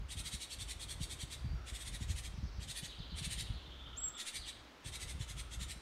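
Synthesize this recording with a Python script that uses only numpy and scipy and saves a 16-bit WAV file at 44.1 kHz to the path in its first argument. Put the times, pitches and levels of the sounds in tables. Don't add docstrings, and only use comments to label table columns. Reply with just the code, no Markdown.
import sys
import numpy as np
from scipy import signal
from scipy.fft import rfft, irfft, next_fast_len
from scipy.io import wavfile
from scipy.ndimage import uniform_filter1d, map_coordinates

SR = 44100
rng = np.random.default_rng(int(sys.argv[2]) if len(sys.argv) > 2 else 0)


def persist_wave(psi):
    counts = np.round(np.clip(psi, -1, 1) * 32767).astype(np.int16)
    wavfile.write(sys.argv[1], SR, np.atleast_2d(counts).T)


N = 256220
TOP_HZ = 15700


def amp(db):
    return 10 ** (np.asarray(db) / 20)


def unit_rms(x):
    return x / np.sqrt(np.mean(x ** 2) + 1e-20)


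def log_interp(points, hz):
    freqs, values = np.transpose(points)
    return np.interp(np.log(hz + 1), np.log(freqs + 1), values)


def curves(rows, t):
    times, *columns = np.transpose(rows)
    return [np.interp(t, times, column) for column in columns]


def wobble(rate_hz, size=N):
    knots = rng.standard_normal(size // 8 + 4)
    return map_coordinates(knots, [np.arange(size) * rate_hz / SR], mode="wrap")


def filtered(x, response):
    size = next_fast_len(len(x) + SR // 5)
    return irfft(rfft(x, size) * response(np.fft.rfftfreq(size, 1 / SR)), size)[:len(x)]


def coloured(x, spectrum):
    return unit_rms(filtered(x, lambda hz: amp(log_interp(spectrum, hz))))


def tone(hz):
    return np.sqrt(2) * np.sin(2 * np.pi * np.cumsum(hz) / SR)


def add(track, start_s, sound):
    part = track[max(round(start_s * SR), 0):][:len(sound)]
    part += sound[:len(part)]


# freq_hz, gain_db
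HUSH_SPECTRUM = [(30, -66), (100, -13.5), (250, 2), (450, -3), (750, -4.5), (1100, -4.5), (2000, -8),
                 (3200, -11), (4500, -14), (6500, -20.5), (9000, -30), (12000, -31.5), (15500, -35)]

def hush(level_db=-60):
    return amp(level_db + 0.51 * wobble(1.4)) * coloured(rng.standard_normal(N), HUSH_SPECTRUM)


# time_s, level_db
BREEZE_COURSE = [(0, -43), (.45, -59), (.62, -49.5), (1.27, -48.5), (1.4, -56), (1.55, -44.5), (1.8, -57),
                 (1.92, -47.5), (2.6, -47.5), (2.72, -53), (3.2, -46.5), (4.04, -52), (4.26, -72.5),
                 (4.45, -53), (4.73, -72), (4.88, -53.5), (5.55, -42.5), (5.81, -48.5)]
# freq_hz, gain_db
RUMBLE_SPECTRUM = [(15, -26), (30, -11.5), (45, -1.5), (62, 4), (85, -8), (130, -12.5), (250, -33.5),
                   (600, -71)]
# start_s, level_db
AIR_BUMPS = [(.151, -38.5), (.195, -43), (.33, -41), (.748, -48), (1.002, -35), (1.118, -46), (1.225, -42),
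             (1.441, -33), (1.529, -37), (1.717, -39.5), (1.928, -39.5), (2.005, -38), (2.092, -40),
             (2.374, -39), (2.424, -36), (2.579, -38), (2.825, -40.5), (2.99, -40), (3.121, -42),
             (3.206, -37.5), (3.261, -40.5), (3.373, -44), (3.422, -43.5), (3.495, -35), (3.551, -44.5),
             (4.855, -46.5), (5.144, -38.5), (5.2, -37), (5.3, -44.5), (5.565, -50)]
# freq_hz, gain_db
BUMP_SPECTRUM = [(25, -9), (60, 7.5), (100, -6), (160, -1.5), (230, -16), (400, -32.5), (900, -101)]

def breeze(rumble_db=-2.5, gust_db=3.6, gust_hz=10, eddies_per_s=6, eddy_db=-1.5, scatter_db=2,
           bump_db=-5, rise_s=0.0086, wake_db=-9, wake_s=0.02, cut_hz=58, cut_q=1.43):
    level_db, = curves(BREEZE_COURSE, np.arange(N) / SR)
    flow = coloured(rng.standard_normal(N), RUMBLE_SPECTRUM)
    flow /= np.sqrt(np.abs(uniform_filter1d(flow ** 2, size=SR // 16)) + 1e-6)
    power = amp(level_db + rumble_db + gust_db * wobble(gust_hz)) ** 2
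    weak_s = rng.uniform(0, N / SR, round(eddies_per_s * N / SR))
    weak_db = curves(BREEZE_COURSE, weak_s)[0] + eddy_db + scatter_db * rng.standard_normal(len(weak_s))
    bump_age = np.arange(SR // 10) / SR / rise_s
    wake_age = np.arange(SR // 5) / SR / wake_s
    bump_envelope = (bump_age * np.exp(-bump_age)) ** 2
    bumps = np.zeros(N)
    for start_s, db in [*AIR_BUMPS, *zip(weak_s, weak_db)]:
        eddy = coloured(rng.standard_normal(len(bump_age)), BUMP_SPECTRUM) * bump_envelope
        add(bumps, start_s, amp(db + bump_db) * unit_rms(eddy) / 2)
        add(power, start_s, (amp(db + wake_db) * wake_age * np.exp(1 - wake_age)) ** 2)
    bumps = filtered(bumps, lambda hz: hz ** 2 / (hz ** 2 - cut_hz ** 2 - 1j * hz * cut_hz / cut_q))
    return np.sqrt(power) * flow + bumps


def foliage(x, decay_s=0.0075, scatter_db=-6):
    t = np.arange(SR // 40) / SR
    spray = rng.standard_normal(len(t)) * np.exp(-t / decay_s)
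    return signal.fftconvolve(x, (t == 0) + amp(scatter_db) * spray / np.linalg.norm(spray))


# freq_hz, t60_s
GROVE_DECAY = [(300, 1), (1500, 0.95), (4000, 0.74), (8000, 0.48), (14000, 0.48)]

def grove(x, block=SR // 3):
    out = np.zeros(N)
    for start in range(0, N, block):
        hz, t, noise = signal.stft(rng.standard_normal(SR * 3 // 4), SR, nperseg=256)
        piece = x[start:start + block]
        if piece.any():
            decay = amp(-60 * t / log_interp(GROVE_DECAY, hz)[:, None])
            _, tail = signal.istft(noise * decay, SR, nperseg=256)
            add(out, start / SR, signal.fftconvolve(piece, tail / np.linalg.norm(tail)))
    return out


# delay_s, gain_db
REFLECTIONS = [(.0079, -12), (.011, -16)]

def near_tree(x, wet_db):
    out = x + amp(wet_db) * grove(x)
    for delay_s, db in REFLECTIONS:
        add(out, delay_s, amp(db) * x)
    return out


# freq_hz, gain_db
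THROAT_SPECTRUM = [(1350, -17), (1850, -3.5), (2300, -1), (2850, -2.1), (3500, 3), (4200, -5), (4900, -7.5),
                   (5800, -5), (7400, -5.5), (8300, -4), (9400, -4), (10500, -14), (11400, -10.5),
                   (12700, -21.5), (14500, -27), (16000, -30)]

def rasp(t, shake, bill_hz, husk_db, slap_hz=1880, jitter=.24, scatter_db=2.5, bill_db=5, width_hz=550,
         smear_s=.0015, husk_hz=2650, bright_hz=9500, brighten_db_per_s=145):
    cycles = np.cumsum(slap_hz * shake * (1 + jitter * wobble(slap_hz, len(t)))) / SR
    slaps = (np.diff(np.floor(cycles), prepend=0) > 0) * amp(scatter_db * rng.standard_normal(len(t)))
    slaps = filtered(slaps, lambda hz: amp(bill_db / (1 + ((hz - bill_hz) / width_hz) ** 2)))
    slaps = filtered(slaps, lambda hz: np.exp(-1j * np.pi * smear_s * hz ** 2 / TOP_HZ))
    stretch = 1 + rng.normal(0, 0.0097)
    buzz = coloured(slaps, np.array(THROAT_SPECTRUM) * [stretch, 1])
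    buzz = filtered(buzz, lambda hz: amp(husk_db / (1 + (hz / husk_hz) ** 8)))
    treble = filtered(buzz, lambda hz: hz ** 8 / (hz ** 8 + bright_hz ** 8))
    return buzz + (amp(brighten_db_per_s * t) - 1) * treble


# centre_s, strength_db, bill_hz
SCOLD_NOTES = [(.123, -48.5, 8300), (.197, -46.5, 9200), (.274, -45.5, 8690), (.343, -45, 8674),
               (0.43, -47, 8540), (0.53, -47, 8380), (.619, -47, 8430), (.71, -46.5, 8680),
               (.827, -47.5, 8340), (0.916, -45.5, 8570), (1.035, -47, 8570), (1.124, -47, 8290),
               (1.221, -48, 8270), (1.334, -49, 8340), (1.693, -51.5, 8150), (1.759, -50, 7970),
               (1.819, -50.5, 8430), (1.878, -49.5, 8900), (1.951, -50, 9630), (2.03, -52.5, 7050),
               (2.111, -48.5, 6540), (2.184, -49, 9200), (2.26, -50.5, 7830), (2.634, -53.5, 8000),
               (2.708, -46.5, 8010), (2.781, -46, 9680), (2.853, -50, 6730), (3.191, -50, 9050),
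               (3.254, -46, 9020), (3.327, -44.5, 9100), (3.405, -46, 9260), (4.21, -46.5, 7020),
               (4.284, -45.5, 8890), (4.364, -45.5, 9050), (4.49, -50, 8070), (4.878, -49, 8460),
               (4.953, -47.5, 9020), (5.027, -47.5, 8690), (5.105, -49, 8800), (5.225, -51.5, 7150),
               (5.308, -51.5, 6660), (5.398, -50, 8580), (5.54, -51.5, 7230), (5.627, -48.5, 7300),
               (5.713, -47.5, 8240)]
# offset_s, effort_db, pitch_ratio
NOTE_SHAPE = [(-.041, -27.5, .76), (-.028, -13, .88), (-.017, -7.5, 0.85), (-.004, -4.5, 1.24),
              (.006, -4.5, 1.04), (.016, -12, 1.02), (.028, -21, .94)]
# start_s, tone_db, husk_db
SCOLD_RUNS = [(0, -47.5, -6), (1.6, -54, -2), (2.5, -46, -1.5), (4.7, -50.5, -2.3)]

def tit_scolds(voice_db=-0.8, rasp_db=5.0, usual_db=-48, usual_hz=3652, usual_bill_hz=8400, hz_per_db=22,
               trill_depth=.06, trill_hz=135, chaos_depth=.06, chaos_hz=1500):
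    t = np.arange(round(NOTE_SHAPE[0][0] * SR), round(NOTE_SHAPE[-1][0] * SR)) / SR
    effort_db, contour = curves(NOTE_SHAPE, t)
    out, n = np.zeros(N), len(t)
    for centre_s, db, bill_hz in SCOLD_NOTES:
        pitch_hz = usual_hz + hz_per_db * (db - usual_db) + 0.0549 * (bill_hz - usual_bill_hz)
        _, run_db, husk_db = [run for run in SCOLD_RUNS if run[0] <= centre_s][-1]
        tone_db = run_db + 0.36 * (db - usual_db)
        vibrato = trill_depth * tone(trill_hz * (1 + .25 * wobble(60, n))) / np.sqrt(2)
        shake = 1 + vibrato + chaos_depth * wobble(chaos_hz, n)
        voice = amp(tone_db + voice_db + effort_db) * tone(pitch_hz * contour * shake)
        buzz = amp(db + rasp_db + 0.96 * effort_db) * rasp(t, shake, bill_hz, husk_db)
        add(out, centre_s + t[0], foliage(voice + buzz))
    return near_tree(out, wet_db=-8.5)


def glides(notes, roughness, rough_hz):
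    out = np.zeros(N)
    for start_s, length_s, start_hz, end_hz, db in notes:
        n = max(int(length_s * SR), 64)
        shake = 1 + roughness * wobble(rough_hz, SR)[:n]
        pitch_hz = np.linspace(start_hz, end_hz, n) * shake
        add(out, start_s, amp(db) * signal.windows.tukey(n, .35) * tone(pitch_hz))
    return out


# start_s, length_s, level_db
HOARSE_CALLS = [(.125, 0.11, -67), (1.51, .14, -64), (2.886, .43, -72), (3.76, 0.25, -65),
                (3.936, .28, -63.5), (4.903, 0.11, -70), (5.2, 0.47, -69)]
# start_s, length_s, start_hz, end_hz, level_db
PIPING_NOTES = [(1.26, 0.31, 4740, 4660, -71), (1.52, 0.0907, 5700, 5500, -73)]

def far_birds(call_hz=1332, piping_db=-1):
    calls = [(start_s, length_s, call_hz, call_hz, db) for start_s, length_s, db in HOARSE_CALLS]
    hoarse = glides(calls, roughness=0.0588, rough_hz=353)
    piping = glides(PIPING_NOTES, roughness=.009, rough_hz=249)
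    return grove(hoarse + amp(piping_db) * piping)


# start_s, end_s, period_s, length_s, start_hz, end_hz, level_db, roughness
TRILLS = [(2.326, 2.58, .095, 0.098, 6204, 3610, -64.5, .07),
          (2.871, 3.61, 0.11, .064, 4676, 2660, -52, .058),
          (3.642, 4.02, .0708, 0.0327, 3040, 3715, -53.5, 0.06)]
# start_s, length_s, start_hz, end_hz, level_db
FLOURISH = [(4.13, 0.053, 3476, 3580, -51.5), (4.36, .066, 4960, 4200, -53.5),
            (4.41, .053, 4330, 2770, -52.5)]

def finch(direct_db=-6.5, wet_db=-1.4, fade_db_per_s=4.5):
    song = glides(FLOURISH, roughness=0.038, rough_hz=1102)
    for start_s, end_s, period_s, length_s, start_hz, end_hz, db, roughness in TRILLS:
        notes = [(note_s, length_s, start_hz, end_hz, db - fade_db_per_s * (note_s - start_s))
                 for note_s in np.arange(start_s, end_s, period_s)]
        song += glides(notes, roughness, rough_hz=1092)
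    return amp(direct_db) * song + amp(wet_db) * grove(song)


# time_s, pitch_hz, level_db
WHISTLE_HOLD = [(3.979, 7420, -45.5), (3.991, 7640, -46), (4.009, 7650, -53), (4.033, 7660, -41),
                (4.057, 7570, -39.5), (4.073, 7570, -49.5), (4.086, 7590, -40)]

def tit_whistle(gain_db=1.0, octave_db=-31, rise_s=0.018, fall_s=0.0075, sweep_depth=0.36, fade_db=27):
    start_s, end_s = WHISTLE_HOLD[0][0], WHISTLE_HOLD[-1][0]
    t = np.arange(round((start_s - rise_s) * SR), round((end_s + fall_s) * SR)) / SR
    held_hz, db = curves(WHISTLE_HOLD, t)
    sweep = np.maximum((start_s - t) / rise_s, (t - end_s) / fall_s).clip(0, 1)
    pitch_hz = held_hz * (1 - sweep_depth * sweep ** 2) * (1 + 0.00092 * wobble(200, len(t)))
    voice = tone(pitch_hz) + amp(octave_db) * tone(2 * pitch_hz)
    out = np.zeros(N)
    add(out, t[0], amp(db + gain_db - fade_db * sweep) * voice)
    return near_tree(out, wet_db=-8.0)


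def scene():
    return (tit_scolds() + tit_whistle() + finch() + far_birds() + hush() + breeze())[None]


def record(dry):
    return np.array([filtered(x, lambda hz: hz < TOP_HZ) for x in dry])


dry = scene()
out = record(dry)
persist_wave(out)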